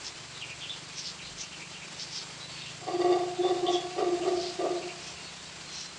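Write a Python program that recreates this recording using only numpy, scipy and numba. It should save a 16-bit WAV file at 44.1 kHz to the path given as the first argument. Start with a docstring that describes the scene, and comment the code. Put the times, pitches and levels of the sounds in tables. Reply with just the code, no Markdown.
"""Howler monkey in a forest

A howler gives a bout of hoarse roars from a tree some way off. Its throat sac booms in throbs while
chaotic vocal-fold pulses rasp through the throat and mouth resonances; the trees scatter the sound.
Its mouth adds a thin high ring to the opening roars.
Small birds chirp and whistle, leaves swish, a far engine slowly speeds up, and hiss lies under it all."""
import sys
import numpy as np
from scipy import signal
from scipy.fft import rfft, irfft
from scipy.io import wavfile
from scipy.ndimage import uniform_filter1d
from numba import njit

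SR = 44100
rng = np.random.default_rng(int(sys.argv[2]) if len(sys.argv) > 2 else 0)


def unload_audio(sound):
    """Save the sound as a 16-bit wav file, at the path given as the first command line argument."""
    columns = np.transpose(np.atleast_2d(sound))
    # keep every value between -1 and 1, then stretch to whole-number steps
    steps = np.round(np.clip(columns, -1, 1) * 32767)
    wavfile.write(sys.argv[1], SR, steps.astype(np.int16))


N = 263718
TIME_S = np.arange(N) / SR

# forest hiss spectrum: f/Hz, relative density/dB
HISS_SPECTRUM = [(20, -22.5), (60, -12), (120, -8), (240, -8.5), (330, -5), (460, -8.5), (870, -7.5),
                 (1700, -8.5), (2760, -7.5), (4440, -10.5), (6300, -11), (7500, -12), (8200, -16),
                 (10000, -27.5)]
# gain of hiss and insects: t/s, level/dB
AMBIENCE_GAIN = [(0, -45.5), (1.8, -45.8), (2.1, -45), (2.9, -46), (4.3, -44), (6, -46)]
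# engine loudness: t/s, level/dB
ENGINE_GAIN = [(0.0, -65), (0.11, -62), (0.2, -55), (2.15, -55.5), (2.61, -51.5), (5.55, -56.5),
               (5.64, -55.5), (5.9, -58)]
# exhaust pipe resonance: t/s, f/Hz
PIPE_RESONANCE = [(.45, 134), (1.0, 156), (1.7, 166), (2.5, 146), (3.5, 149), (4.5, 166.3), (6, 163)]
# leaf swishes: centre t/s, level/dB, length/s, bright peak f/Hz
LEAF_SWISHES = [(0.07, -38, 0.029, 5500), (0.99, -37.5, 0.036, 5600), (1.077, -36, .045, 4600),
                (1.412, -37.5, 0.04, 5930), (2.017, -36.5, 0.038, 5050), (2.171, -37.5, 0.074, 5170),
                (2.623, -47, 0.14, 2820), (3.74, -39, 0.038, 5750), (4.446, -40, 0.11, 4600),
                (5.073, -44, 0.06, 5570), (5.79, -40.5, 0.077, 5600)]
# bird chirps: start t/s, length/s, mid-note f/Hz, glide/octaves, relative level/dB
BIRD_CHIRPS = [(.31, 0.12, 3770, 0, -50), (.405, 0.041, 2750, -0.44, -39.5),
               (.475, 0.066, 2480, 0.053, -44), (.6, 0.058, 3190, -0.091, -41.5),
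               (.64, 0.047, 2760, 0, -45), (.684, 0.033, 3305, -0.29, -36.5),
               (.72, 0.035, 3110, -0.33, -44.5), (.835, 0.067, 4380, -.08, -53.5),
               (1.175, 0.066, 2555, -0.42, -48), (1.235, 0.053, 4000, 0.031, -46),
               (1.425, 0.032, 2740, 0, -48.5), (1.51, .05, 2790, -0.32, -47),
               (1.585, 0.072, 2455, 0.23, -49), (1.715, 0.085, 2830, -0.16, -49.5),
               (1.805, 0.049, 2400, 0.26, -47), (2.56, 0.15, 3880, 0.37, -50.5),
               (2.65, 0.043, 2840, 0.083, -46), (3.652, 0.051, 3540, -0.1, -36),
               (3.72, 0.063, 3385, -0.134, -41.5), (4.2, 0.052, 2694, -0.24, -47.5),
               (4.75, 0.047, 4100, 0.42, -46), (4.8, 0.061, 2580, -.15, -49),
               (4.875, 0.045, 2566, 0.12, -45)]
# bird whistles and, at 2.88 s, the thin high ring of the howler's mouth in its opening roars:
# start t/s, length/s, mid-note f/Hz, glide/octaves, relative level/dB
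CLEAR_TONES = [(2.393, 0.074, 3930, 0.093, -42), (2.47, 0.18, 4450, 0, -45), (2.88, .16, 4690, 0.09, -49),
               (3.4, 0.11, 3520, -0.0096, -40), (3.717, .06, 3370, -0.044, -32.5),
               (3.75, 0.14, 3400, 0.0024, -55), (5.22, .09, 4350, 0, -45),
               (5.609, 0.34, 4160, -0.065, -45.5)]
# rasp and upper mouth resonances, both tables: f/Hz, width/Hz, relative level/dB
RASP_RESONANCES = [(376, 118, 11), (546.5, 37, 3.5), (680, 68, -31)]
MOUTH_RESONANCES = [(1940, 69, -9), (2187, 56, -13.5), (2815, 89, -11), (3610, 110, -10), (4640, 400, -8)]
# throat resonance, sinking and roughening mid-bout: t/s, f/Hz, jitter/fraction
THROAT_RESONANCE = [(3.9, 719.6, 0.0259), (4.3, 687, 0.047)]
# roars: start t/s, length/s, rasp level/dB, throat level/dB, mouth level/dB, mouth f/Hz,
# boom start t/s, boom length/s, boom level/dB
ROAR_BOUT = [(2.8, .03, -52, -45, -58, 1180, 2.81, .025, -47.5),
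             (2.856, 0.053, -36, -32, -43.5, 1147, 2.924, 0.043, -27),
             (2.98, .165, -33.5, -30.5, -40.5, 1135, 2.977, 0.16, -21.5),
             (3.419, 0.077, -32.5, -32.5, -43, 1128, 3.378, .15, -23),
             (3.629, 0.085, -38.5, -30, -41.5, 1110, 3.615, 0.13, -23.5),
             (3.961, .057, -28.5, -32, -39, 1153, 3.997, .155, -25),
             (4.226, .06, -32.5, -32, -43, 1180, 4.198, 0.16, -25.5),
             (4.583, .088, -30, -32, -43.5, 1181, 4.575, 0.18, -28.5)]


def undb(db):
    """Decibels to gain."""
    return 10 ** (np.asarray(db) / 20)


def unit(x):
    """Scale to rms 1."""
    return x / np.sqrt(np.mean(x ** 2))


def noise():
    """White noise, rms 1."""
    return rng.standard_normal(N)


def curves(table):
    """Columns interpolated over the first, t/s."""
    t_s, *columns = np.transpose(table)
    return [np.interp(TIME_S, t_s, column) for column in columns]


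def wander(rate_hz):
    """Smooth random drift up to about rate_hz, rms 1."""
    return unit(irfft(rfft(noise()) * np.exp(-(np.fft.rfftfreq(N, 1 / SR) / rate_hz) ** 2), N))


def swell(centre_s, length_s):
    """Bell envelope, length_s wide at half power."""
    return np.exp(-2 * np.log(2) * ((TIME_S - centre_s) / length_s) ** 2)


def tone(hz):
    """Sine on a moving pitch, rms 1."""
    return np.sqrt(2) * np.sin(2 * np.pi * np.cumsum(hz) / SR)


@njit
def bandpass(x, hz, width_hz):
    """State-variable band-pass, moving centre, peak gain 1."""
    y, band, low = np.empty(len(x)), 0., 0.
    for i in range(len(x)):
        g, damping = np.tan(np.pi * hz[i] / SR), width_hz / hz[i]
        v = (band + g * (x[i] + 1e-18 - low)) / (1 + g * (g + damping))
        band, low, y[i] = 2 * v - band, low + 2 * g * v, damping * v
    return y


def ring(x, hz, width_hz):
    """Steep resonance: two band-passes in series, rms 1."""
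    hz, width_hz = hz * np.ones(N), float(width_hz)
    return unit(bandpass(bandpass(x, hz, width_hz), hz, width_hz))


def steady(x):
    """Even out the level over 18 ms; faster flutter stays."""
    return x / np.sqrt(uniform_filter1d(x ** 2, size=SR // 55) + 1e-4)


def scatter(x, t60_s, onset_s):
    """Dense echoes from trunks and leaves, power gain 1."""
    t = TIME_S[:SR * 3 // 2]
    build_up = 1 - np.exp(-(t / onset_s) ** 2)
    echoes = rng.standard_normal(len(t)) * build_up * np.exp(-np.log(1000) * t / t60_s)
    return signal.fftconvolve(x, echoes / np.sqrt(np.sum(echoes ** 2)))[:N]


def forest():
    """Slightly wavering hiss and insect bands, low rumble, one soft deep bump."""
    hiss_hz, hiss_db = np.transpose(HISS_SPECTRUM)
    log_hz = np.log(np.fft.rfftfreq(N, 1 / SR) + 1)
    hiss = unit(irfft(rfft(noise()) * undb(np.interp(log_hz, np.log(hiss_hz), hiss_db)), N))
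    level_db, = curves(AMBIENCE_GAIN)
    insects = sum(undb(db + 1.4 * wander(8.3)) * ring(noise(), hz, width_hz)
                  for hz, width_hz, db in [(2570, 1200, -15.5), (4510, 1600, -8.5), (7450, 120, -16)])
    rumble = undb(-66.5 + 2 * wander(3)) * ring(noise(), hz=77, width_hz=25)
    bump = undb(-59) * swell(centre_s=1.3, length_s=0.12) * ring(noise(), hz=48, width_hz=50)
    return (hiss + insects) * undb(level_db + 0.88 * wander(46)) + rumble + bump


def engine(start_hz=23.56, speed_up_hz_per_s=1.12):
    """Far exhaust thuds; only harmonics near the pipe resonance carry through the forest."""
    firing_hz = start_hz + speed_up_hz_per_s * TIME_S
    level_db, = curves(ENGINE_GAIN)
    pipe_hz, = curves(PIPE_RESONANCE)
    phase = 2 * np.pi * np.cumsum(firing_hz) / SR
    thuds = sum(np.exp(-((k * firing_hz - pipe_hz) / 38) ** 2) * np.cos(k * phase) for k in range(3, 10))
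    return unit(thuds) * undb(level_db + 0.34 * wander(17))


def leaves(cutoff_hz=7200):
    """Crowds of tiny scrapes; air and foliage take off the top."""
    grains = noise() * undb(3 * wander(500))
    bright_hz, = curves([(t_s, hz) for t_s, _, _, hz in LEAF_SWISHES])
    strength = sum(undb(db) * swell(t_s, length_s) for t_s, db, length_s, _ in LEAF_SWISHES)
    peak = ring(grains, bright_hz, width_hz=1800)
    body = undb(-4) * ring(rng.permutation(grains), hz=3800, width_hz=3400)
    return strength * unit(signal.sosfilt(signal.butter(5, cutoff_hz, fs=SR, output="sos"), peak + body))


def far_chirps(count):
    """Random faint notes of distant birds, as BIRD_CHIRPS rows."""
    return [(start * N / SR, 0.037 + 0.065 * length, 2500 + 2100 * pitch,
             0.316 * (glide - 0.5), -60 + 5 * level)
            for start, length, pitch, glide, level in rng.random((count, 5))]


def glides(table, jitter, dip_oct=0):
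    """Gliding, trembling sine notes; pitch sags mid-note by dip_oct."""
    out, tremble = np.zeros(N), 1 + jitter * wander(344)
    for start_s, length_s, mid_hz, glide_oct, db in table:
        span = (TIME_S >= start_s) & (TIME_S < start_s + length_s)
        progress = (TIME_S[span] - start_s) / length_s
        octaves = glide_oct * (progress - 0.5) + dip_oct * np.abs(2 * progress - 1)
        out[span] += undb(db) * np.sin(np.pi * progress) * tone(mid_hz * 2 ** octaves * tremble[span])
    return out


def birds_and_mouth_ring():
    """Bird chatter blurred by foliage, whistles, the howler's thin mouth ring; far trees echo all."""
    chatter = glides(BIRD_CHIRPS, jitter=0.0864, dip_oct=0.1007)
    chatter += glides(far_chirps(count=80), jitter=0.03)
    clear_tones = glides(CLEAR_TONES, jitter=0.018)
    blur = scatter(chatter, t60_s=0.085, onset_s=0.00068)
    echoes = scatter(chatter + clear_tones, t60_s=0.32, onset_s=0.02)
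    return undb(-5) * chatter + undb(2.5) * blur + undb(-3) * clear_tones + undb(-8) * echoes


def bout(starts_s, lengths_s, levels_db, release_s, attack_s=0.03, swell_db_per_s=16):
    """Envelope of a row of calls: each swells to its level, then decays; the strongest prevails."""
    strength = np.zeros(N)
    for start_s, length_s, db in zip(starts_s, lengths_s, levels_db):
        age_s = TIME_S - start_s
        attack = np.clip(age_s / attack_s, 0, 1)
        growth = undb(db + swell_db_per_s * np.clip(age_s - length_s, -length_s, 0))
        release = np.exp(-np.maximum(age_s - length_s, 0) / release_s)
        strength = np.maximum(strength, attack * growth * release)
    return strength


def sac_throbs(starts_s, rate_hz=18.4, depth=0.91, settle_s=0.29):
    """Sac flutter, restarted by each boom: deep at first, then evening out."""
    latest = np.maximum(np.searchsorted(starts_s, TIME_S) - 1, 0)
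    age_s = np.maximum(TIME_S - starts_s[latest], 0)
    return 1 - depth * np.exp(-age_s / settle_s) * np.cos(np.pi * rate_hz * age_s) ** 4


def sac_boom(sac_hz, sac_drive, throat_drive):
    """Sac and throat sing together; each throb starts sharp and sags as pressure falls."""
    throat_hz, jitter = curves(THROAT_RESONANCE)
    pressure_trend = np.tanh(np.gradient(np.log(sac_drive + 1e-3)) * SR / 60)
    bend = 1 + 0.014 * pressure_trend + 0.01483 * wander(87)
    throat = tone(throat_hz * bend * (1 + jitter * wander(131.5)))
    return sac_drive * tone(sac_hz * bend) + throat_drive * throat


def vocal_folds(rate_hz, spread_db=7, cutoff_hz=300):
    """Irregular slaps plus rushing air; little radiates below the sac resonance."""
    cycles = np.cumsum(rate_hz * np.exp(0.2 * wander(150))) / SR
    closures = np.diff(np.floor(cycles), prepend=0)
    slaps = unit(closures * undb(spread_db * np.clip(noise(), -2, 2)))
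    highpass = signal.butter(4, cutoff_hz, "high", fs=SR, output="sos")
    return signal.sosfilt(highpass, slaps + 0.25 * noise())


def formants(folds, table):
    """Fixed vocal-tract resonances in parallel."""
    return sum(undb(db) * ring(folds, hz, width_hz) for hz, width_hz, db in table)


def monkey(rest_hz=352.6, pitch_rise=0.035, breakup=0.43):
    """Throbbing boom and chaotic rasp; with effort the boom rises in pitch and gives way to the rasp."""
    (start_s, length_s, rasp_db, throat_db, mouth_db, mouth_hz,
     boom_start_s, boom_length_s, boom_db) = np.transpose(ROAR_BOUT)
    rasp_drive = bout(start_s, length_s, rasp_db, release_s=0.045)
    effort = rasp_drive / rasp_drive.max()
    sac_hz = rest_hz * (1 + pitch_rise * effort)

    throbs = sac_throbs(boom_start_s)
    sac_drive = throbs * bout(boom_start_s, boom_length_s, boom_db, release_s=0.041, attack_s=0.021)
    sing_drive = throbs * bout(boom_start_s, boom_length_s, boom_db - 12, release_s=0.15, attack_s=0.021)
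    boom = sac_boom(sac_hz, sac_drive * (1 - breakup * effort), sing_drive)

    folds = vocal_folds(rate_hz=sac_hz / 2)
    rasp = steady(formants(folds, RASP_RESONANCES)) * rasp_drive

    throat_hz, _ = curves(THROAT_RESONANCE)
    throat = steady(ring(folds, throat_hz, width_hz=58.4))
    throat *= bout(start_s, length_s, throat_db, release_s=0.069)
    throat *= throbs ** 0.76 * undb(1.5 * wander(22))

    formant_hz = np.interp(TIME_S, start_s + length_s / 2, mouth_hz) * (1 + 0.011 * wander(14))
    mouth = steady(ring(folds, formant_hz, width_hz=75)) + undb(-1.5) * formants(folds, MOUTH_RESONANCES)
    mouth *= bout(start_s, length_s, mouth_db, release_s=0.069)

    voice = boom + rasp + throat + mouth
    return voice + undb(-10) * scatter(voice, t60_s=0.52, onset_s=0.085)


def scene():
    """Mono mix on two channels."""
    return np.tile(monkey() + birds_and_mouth_ring() + leaves() + engine() + forest(), (2, 1))


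def record(dry, cutoff_hz=10050):
    """Steep low-pass."""
    return signal.sosfilt(signal.ellip(12, 0.2, 80, cutoff_hz, fs=SR, output="sos"), dry)


dry = scene()
out = record(dry)
unload_audio(out)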